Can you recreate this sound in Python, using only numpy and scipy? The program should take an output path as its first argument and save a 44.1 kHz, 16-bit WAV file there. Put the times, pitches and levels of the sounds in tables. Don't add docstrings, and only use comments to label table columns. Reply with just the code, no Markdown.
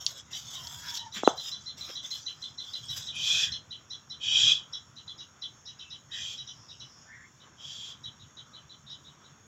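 import sys
import numpy as np
from scipy import signal
from scipy.fft import rfft, irfft, next_fast_len
from scipy.io import wavfile
from scipy.ndimage import uniform_filter1d

SR = 44100
rng = np.random.default_rng(int(sys.argv[2]) if len(sys.argv) > 2 else 0)


def generate_wav(signal):
    frames = np.transpose(np.atleast_2d(signal))
    scaled = np.clip(frames, -1, 1) * 32767
    pcm = np.round(scaled).astype(np.int16)
    wavfile.write(sys.argv[1], SR, pcm)


N = 417609
TIME = np.arange(N) / SR


def from_db(db):
    return 10 ** (np.asarray(db) / 20)


def rms_one(x):
    return x / np.sqrt(np.mean(x ** 2) + 1e-20)


def swells(rows):
    return sum(from_db(db) * np.exp(-((TIME - at) / half) ** 2) for at, db, half in rows)


def envelope(start_s, length_s, attack_s, fade_db_per_s):
    fade_db = np.clip(fade_db_per_s * (TIME - start_s - length_s), 0, 200)
    return np.clip((TIME - start_s) / attack_s, 0, 1) * from_db(-fade_db)


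def drift(rate_hz):
    hz = np.fft.rfftfreq(N, 1 / SR)[:N // 16]
    spectrum = rfft(rng.standard_normal(2 ** 16))[:len(hz)]
    slow = rms_one(irfft(spectrum / (1 + (hz / rate_hz) ** 2), 2 ** 16))
    return np.interp(np.linspace(0, len(slow), N), np.arange(len(slow)), slow)


def noise(spectrum):
    size = next_fast_len(N, True)
    hz = np.fft.rfftfreq(size, 1 / SR) + 1
    points, db = np.transpose(spectrum)
    ends = np.minimum(1, hz / points[0]) ** 4 * np.minimum(1, points[-1] / hz) ** 8
    colour = from_db(np.interp(np.log(hz), np.log(points), db)) * ends
    return rms_one(irfft(rfft(rng.standard_normal(size)) * colour, size)[:N])


def mottled(x, patchy_db):
    _, _, frames = signal.stft(x, nperseg=512)
    patches = rng.standard_normal(frames.shape)
    for axis, size in [(0, 2), (0, 2), (1, 13), (1, 13)]:
        patches = uniform_filter1d(patches, size=size, axis=axis)
    frames = frames * from_db(patchy_db * rms_one(patches))
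    return rms_one(signal.istft(frames, nperseg=512)[1][:N])


def murmur(width_hz):
    lowpass = signal.butter(3, width_hz / 2, fs=SR, output="sos")
    pair = signal.sosfilt(lowpass, rng.standard_normal((2, N)))
    return rms_one(pair[0]) + 1j * rms_one(pair[1])


def blurred_tones(rows, width_hz):
    blur = murmur(width_hz)
    return sum(swells([(middle_s, db, half_s)]) * (blur * np.exp(2j * np.pi * hz * TIME)).real
               for middle_s, hz, db, half_s in rows)


def band(x, low_hz, high_hz, order=2):
    bandpass = signal.butter(order, [low_hz, high_hz], "band", fs=SR, output="sos")
    return signal.sosfilt(bandpass, x + 1e-18)


def strikes(rows):
    clicks = np.zeros(N)
    for start_s, db in rows:
        clicks[round(start_s * SR)] += from_db(db)
    return clicks


def ring(clicks, hz, decay_s):
    shrink, turn = from_db(-60 / (decay_s * SR)), 2 * np.pi * hz / SR
    return signal.lfilter([0, np.sin(turn)], [1, -2 * shrink * np.cos(turn), shrink ** 2], clicks + 1e-18)


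def foliage(x, decay_s, build_s):
    t = TIME[:SR // 2]
    build_up = 1 - np.exp(-(t / build_s) ** 2)
    echo = rng.standard_normal(len(t)) * from_db(-60 * t / decay_s) * build_up
    return signal.oaconvolve(x, echo / np.sqrt(np.sum(echo ** 2)))[:N]


def air():
    # frequency_hz, level_db
    colour = [(200, 4.5), (450, -4), (780, -4.5), (1100, 0.5), (1400, 0), (1900, -7), (2500, -11),
              (2800, -10), (3100, -10.5), (3500, -3), (3800, -18.5), (4600, -16.5)]
    return from_db(-61.5 + 1.1 * drift(7.2)) * mottled(noise(colour), patchy_db=1.3)


def insects():
    # frequency_hz, level_db
    colour = [(4600, -18), (5050, -19), (5300, -4.5), (5620, 2), (5900, -5), (6200, -10), (6400, 2.5),
              (6700, 1), (7100, -5.5), (7500, -15), (7800, -16.5), (8150, -31), (12000, -29), (15500, -30)]
    # middle_s, level_db, half_length_s
    chorus = [(6.6, -58.5, 0.18), (6.95, -59, 0.15)]
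    hiss = from_db(-63.5 + .8 * drift(6.9)) * mottled(noise(colour), patchy_db=2.6)
    return hiss + swells(chorus) * rms_one(band(rng.standard_normal(N), 5070, 5760))


def rumble():
    # frequency_hz, level_db
    colour = [(12, -54), (20, -19.5), (27, -34.5), (76, -0.5), (146, 4), (166, -2), (188, -12.5), (217, -7),
              (260, -13), (340, -49.5), (570, -120)]
    # middle_s, level_db, half_length_s
    bumps = [(.8, -64, 0.57), (2.96, -57, 0.1), (3.28, -61.5, 0.19), (3.5, -48, 0.034), (4.42, -55.5, 0.14),
             (6.5, -67.5, 0.44), (8.05, -58, .06), (8.6, -75, .3)]
    # middle_s, level_db, half_length_s
    stalk_touch = [(1.9, -49, 0.007)]
    gain = (from_db(-63.5) + swells(bumps)) * from_db(2.8 * drift(12))
    stalk = swells(stalk_touch) * rms_one(band(rng.standard_normal(N), 336, 580))
    return gain * noise(colour) + stalk


def far_call(rows, roughness, overtone_db):
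    times, hz, db = np.transpose(rows)
    pitch = np.interp(TIME, times, hz) * (1 + roughness * drift(200))
    phase = 2 * np.pi * np.cumsum(pitch) / SR
    tone = np.sin(phase) + from_db(overtone_db) * np.sin(2 * phase)
    sounding = (TIME >= times[0]) & (TIME <= times[-1])
    soft_ends = np.clip(uniform_filter1d(sounding * 1.0, size=SR // 25), 0, 1)
    gain = from_db(np.interp(TIME, times, db)) * soft_ends
    return foliage(gain * tone, decay_s=.14, build_s=0.00134)


def rooster():
    # time_s, pitch_hz, level_db
    crow = [(.48, 1100, -66), (.54, 1095, -53), (.69, 900, -56), (.75, 980, -63), (.84, 1000, -54.5),
            (.95, 928, -53), (1.07, 906, -47.5), (1.12, 850, -83)]
    return far_call(crow, roughness=0.031, overtone_db=-14) * from_db(1.7 * drift(45))


def far_bird():
    # time_s, pitch_hz, level_db
    note = [(7.03, 1600, -76), (7.09, 1700, -48), (7.13, 1904, -45.5), (7.19, 1850, -51), (7.25, 2010, -53),
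            (7.3, 1884, -83)]
    return far_call(note, roughness=0.071, overtone_db=-30)


def hoarse_notes():
    # middle_s, pitch_hz, level_db, half_length_s
    faint_notes = [(0.194, 3230, -53, 0.01), (.335, 1920, -63.5, .046), (.87, 1570, -52.5, 0.057),
                   (2.048, 3440, -42.5, 0.0053), (2.679, 3390, -53, 0.036), (3.03, 3830, -49, 0.012),
                   (3.437, 1720, -52.5, 0.087), (5.868, 2750, -63, .074), (6.174, 1813, -56, 0.059),
                   (7.242, 7100, -73, .12)]
    notes = blurred_tones(faint_notes, width_hz=370)
    return 1.5 * notes + 0.88 * foliage(notes, decay_s=0.12, build_s=0.003)


def leaf_squeaks():
    # middle_s, pitch_hz, level_db, half_length_s
    squeaks = [(0.057, 10000, -56, 0.0046), (.18, 12700, -61, .008), (1.337, 7650, -55, .005),
               (2.856, 8350, -56.5, .005), (3.159, 10070, -58, 0.0068)]
    return blurred_tones(squeaks, width_hz=430)


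def leaf_crackle(catches_per_s=700):
    sizes = from_db(3 * np.minimum(rng.exponential(1, N), 3.5)) * rng.choice([-1, 1], N)
    catches = rng.random(N) < catches_per_s / SR
    return rms_one(band(sizes * catches, 11000, 15500))


def leaf_brushing(attack_s=0.013, arch_db=3):
    # start_s, length_s, rub_db, edge_db
    strokes = [(.0, 0.12, -47, -61), (0.139, 0.036, -48, -70), (0.304, .18, -47.5, -64.5),
               (0.494, 0.46, -44.5, -58), (0.931, 0.04, -40, -51.5), (1.127, 0.049, -44, -58.5),
               (1.221, 0.083, -43.5, -70), (1.346, 0.17, -48, -62.5), (1.526, 0.072, -51.5, -79),
               (1.765, 0.18, -47, -64), (2.015, 0.11, -47, -70), (2.1, 0.084, -44, -59.5),
               (2.28, 0.22, -56, -78), (2.594, .29, -52.5, -72.5), (2.892, 0.076, -45.5, -57.5),
               (2.957, 0.031, -38, -50), (3.03, 0.045, -46.5, -71)]
    # frequency_hz, level_db
    rub_colour = [(500, -14), (1500, -8), (2450, -16), (2950, -6), (3250, 5), (3450, 8), (4300, -12.5),
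                  (5100, 2), (5800, 1), (7100, -3), (7900, -12), (8400, -24.5), (9200, -38), (11000, -38.5)]
    # frequency_hz, level_db
    edge_colour = [(8000, -25.5), (9500, -13), (10800, -3), (11400, -6), (12500, 4.5), (15500, -2.5)]
    # middle_s, level_db, half_length_s
    scuffs = [(.88, -50.5, 0.04), (1.173, -39, 0.021), (1.205, -47, .025), (1.897, -48, 0.018),
              (2.986, -54, 0.04)]
    # frequency_hz, level_db
    scuff_colour = [(200, 2), (400, -9), (800, -11), (1200, 1), (2100, 3), (3300, 1.5), (4500, -4.5),
                    (7000, -12), (8500, -27.5)]
    rub_gain, edge_gain = np.zeros(N), np.zeros(N)
    for start_s, length_s, rub_db, edge_db in strokes:
        progress = np.clip((TIME - start_s) / (length_s + attack_s), 0, 1)
        ease_db = arch_db * (np.sin(np.pi * progress) - 1)
        rub_shape = envelope(start_s, length_s, attack_s, fade_db_per_s=169)
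        edge_shape = envelope(start_s, length_s, attack_s, fade_db_per_s=380)
        rub_gain = np.maximum(rub_gain, from_db(rub_db) * rub_shape)
        edge_gain = np.maximum(edge_gain, from_db(edge_db + ease_db) * edge_shape)
    rub = rub_gain * mottled(noise(rub_colour), patchy_db=5)
    edge = edge_gain * (0.61 * noise(edge_colour) + .5 * leaf_crackle())
    scuff = swells(scuffs) * mottled(noise(scuff_colour), patchy_db=2)
    pressure = from_db(2.45 * drift(15))
    grain = from_db(1.06 * drift(265))
    return ((rub + edge) * pressure + scuff) * grain


def leaf_ticks():
    # start_s, relative_level_db
    ticks = [(0.0644, -9.5), (0.6709, -26.5), (0.9055, -30), (0.9522, -26), (0.9735, -24), (0.9767, -26)]
    snap = from_db(16.5) * band(strikes(ticks), 2960, 6500, order=5)
    short_echo = from_db(1.5) * foliage(snap, decay_s=0.015, build_s=0.00037)
    long_echo = from_db(-8) * foliage(snap, decay_s=0.11, build_s=0.0068)
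    return snap + short_echo + long_echo


def knocks():
    # start_s, relative_level_db
    hits = [(1.2342, -16), (1.2757, 0.5), (1.2779, -15)]
    # pitch_hz, level_db, decay_s
    casing = [(358, -13, 0.01327), (495, -8, 0.01), (740, 0, 0.0065), (1190, -8, 0.00711),
              (2760, -28.5, 0.015), (3370, -29.5, .007)]
    clicks = strikes(hits)
    tones = [from_db(db) * ring(clicks, hz, decay_s) for hz, db, decay_s in casing]
    thud = from_db(1.5) * band(sum(tones[:4]), 240, 1450, order=4)
    tick = from_db(3.5) * band(sum(tones[4:]), 2600, 4200)
    echo = from_db(-13) * foliage(band(thud, 600, 2400), decay_s=0.27, build_s=0.0022)
    return thud + tick + echo


def scolds(attack_s=0.047, lower_hz=2500, waver_hz=34.63):
    # hiss_db, lower_tone_db, sizzle_db
    calls = [(3.12, .32, 0.16, 16, -27, 3329, 249.7, -5.5, -11.5, -29.5),
             (4.197, 0.32, 0.19, 15, -21.5, 3257, 90, -10, -17.5, -52),
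             (6.105, .23, 0.11, 3, -39.5, 3236, 30, -6.5, -12.5, -31.5),
             (7.568, 0.34, 0.14, 8, -43.5, 3284, 100, -6.5, -31, -31.5)]
    # multiple_of_pitch, width_hz, level_db
    throat_tones = [(0.898, 262, -14.5), (.965, 130, 0), (1.025, 157, 2.5), (1.09, 300, -6),
                    (1.19, 221, -8.5)]
    # frequency_hz, level_db
    hiss_colour = [(400, -21.5), (1300, -17.5), (1720, -13.5), (2150, -15), (2800, -2.5), (4000, -24.5),
                   (4300, -5.5), (4550, -1), (5700, 2.5), (6500, -2.5), (7400, -3.5), (8000, -20),
                   (8400, -37.5), (11000, -37)]
    # frequency_hz, level_db
    sizzle_colour = [(8000, 0.5), (9200, -9), (10600, -5), (11300, -10), (12400, 0.5), (14000, -10.5),
                     (15500, -15)]
    lower_tone = (murmur(154) * np.exp(2j * np.pi * lower_hz * TIME)).real
    lower_tone *= from_db(3 * drift(10))
    hiss = mottled(noise(hiss_colour), patchy_db=2.5)
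    sizzle = mottled(noise(sizzle_colour), patchy_db=2.2)
    breath, throat_gain, throat_hz = np.zeros(N), np.zeros(N), np.zeros(N)
    for start_s, length_s, swell_s, swell_db, db, hz, rise_hz, hiss_db, lower_db, sizzle_db in calls:
        slack = np.clip(1 - (TIME - start_s) / swell_s, 0, 1)
        effort_db = -swell_db * slack
        throat_gain += from_db(db + effort_db) * envelope(start_s, length_s, attack_s, fade_db_per_s=248)
        throat_hz = np.where(TIME >= start_s, hz - rise_hz * slack, throat_hz)
        flow = from_db(db) * envelope(start_s, length_s, attack_s, fade_db_per_s=290)
        rush = from_db(hiss_db) * hiss + from_db(sizzle_db) * sizzle
        breath += flow * from_db(1.17 * effort_db) * rush
        breath += flow * from_db(0.5 * effort_db + lower_db) * lower_tone
    phase = 2 * np.pi * np.cumsum(throat_hz + waver_hz * drift(15)) / SR
    throat = sum(from_db(db) * (murmur(width_hz) * np.exp(1j * multiple * phase)).real
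                 for multiple, width_hz, db in throat_tones)
    return breath + throat_gain * rms_one(throat)


def chips(rise_share=0.12, rise_s=0.0036, rasp_lag_s=0.01, rasp_half_s=0.0094, usual_db=-35.5):
    # start_s, level_db, pitch_hz (of the loudest, second harmonic), hold_s, relative_overtone_db
    calls = [(0.332, -31, 3870, 0.0044, -16), (0.552, -35.5, 3780, .008, -18),
             (0.969, -37.5, 3935, 0.02, -10), (1.124, -40, 3910, 0.017, -10.5),
             (1.247, -30, 4000, 0.012, -24), (1.379, -33, 4045, 0.012, -16), (1.516, -35, 4000, .019, -11),
             (1.663, -37, 4060, 0.021, -16.5), (1.81, -33, 4046, 0.009, -20), (1.956, -33, 4030, .012, -13),
             (2.11, -31.5, 4083, 0.016, -19), (2.264, -31, 4054, 0.014, -14.5),
             (2.424, -34.5, 4136, 0.01, -16), (2.583, -34, 4110, .013, -16.5),
             (2.736, -31.5, 3976, 0.013, -26.5), (2.891, -33.5, 3930, 0.016, -8.5),
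             (3.071, -33, 3915, 0.011, -13), (3.522, -29.5, 4056, 0.011, -11.5),
             (3.709, -36.5, 4000, 0.012, -19), (3.907, -36, 3976, 0.015, -12),
             (4.103, -38, 4010, 0.014, -11), (4.735, -30, 3975, 0.0057, -10),
             (4.965, -46, 3950, 0.015, -11), (5.079, -36.5, 4000, 0.0071, -21.5),
             (5.187, -44.5, 3890, 0.016, -6), (5.422, -32.5, 4000, 0.008, -15),
             (5.662, -44, 3940, 0.02, -6), (5.795, -39, 3930, 0.0056, -14.5),
             (5.907, -41.5, 3880, 0.017, -8), (6.118, -36.5, 3820, 0.013, -18),
             (6.38, -40, 3900, 0.016, -9), (6.475, -39, 3920, 0.0056, -9.5),
             (6.691, -47.5, 3790, 0.021, -4.5), (6.804, -40, 3960, 0.0059, -11.5),
             (7.402, -54, 3820, 0.0072, -18.5), (8.04, -38, 3910, .013, -16),
             (8.195, -55, 3830, .018, -15.5), (8.37, -44.5, 3960, 0.01, -19),
             (8.534, -50, 3960, 0.02, -27.5), (8.696, -48.5, 3980, 0.017, -25.5),
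             (8.866, -49.5, 3810, 0.025, -28), (8.904, -41, 3904, 0.015, -10),
             (9.044, -54, 3760, 0.032, -17.5), (9.239, -59, 3800, 0.015, -22)]
    direct, to_echo = np.zeros(N + SR), np.zeros(N + SR)
    t = TIME[:SR // 8] - .02
    flutter, hoarse, breathy = .013 * drift(350), murmur(520), murmur(450)
    for start_s, db, hz, hold_s, overtone_db in calls:
        at = round((start_s + t[0]) * SR)
        span = np.arange(at, at + len(t)) % N
        slide = rise_share / (1 + np.exp(2 * (t + 0.00063) / rise_s))
        quaver = flutter[span] * (1.5 + max(0, -38 - db) / 10)
        phase = np.pi * np.cumsum(hz * (1 - slide + quaver)) / SR
        attack = (1 + np.tanh(t / (0.18 * hold_s))) / 2
        held = attack / (1 + np.exp((t - hold_s) / .0016))
        tone = held * (np.sin(2 * phase) + 0.047 * np.sin(phase))
        broken = np.exp(-((t - hold_s - rasp_lag_s) / rasp_half_s) ** 2)
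        rasp_hz = .83 * hz * rng.normal(1, 0.034)
        rasp_gain = from_db(-9.5 + 0.03 * (db - usual_db)) * broken
        rasp = rasp_gain * (hoarse[span] * np.exp(2j * np.pi * rasp_hz * t)).real
        rising = np.exp(-((t + 0.0019) / 0.0055) ** 2)
        overtone_gain = from_db(overtone_db) * (1.1 * rising + 0.27 * held + 0.1 * broken)
        overtone = overtone_gain * (breathy[span] * np.exp(3j * phase)).real
        chip = tone + rasp + overtone
        direct[at:at + len(t)] += from_db(db) * chip
        echo_db = db - .22 * (db - usual_db)
        to_echo[at:at + len(t)] += from_db(echo_db) * (chip - 0.18 * tone)
    return direct[:N] + from_db(2.5) * foliage(to_echo[:N], decay_s=0.18, build_s=0.01)


def scene():
    faint_calls = rooster() + far_bird() + hoarse_notes()
    small_bird = chips() + scolds()
    leaves = leaf_squeaks() + leaf_brushing() + leaf_ticks()
    background = air() + insects() + rumble()
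    return (background + faint_calls + leaves + knocks() + small_bird)[None]


def record(dry, cutoff_hz=15800):
    lowpass = signal.ellip(10, .1, 80, cutoff_hz, fs=SR, output="sos")
    return signal.sosfilt(lowpass, np.clip(dry, -1, 1))


dry = scene()
out = record(dry)
generate_wav(out)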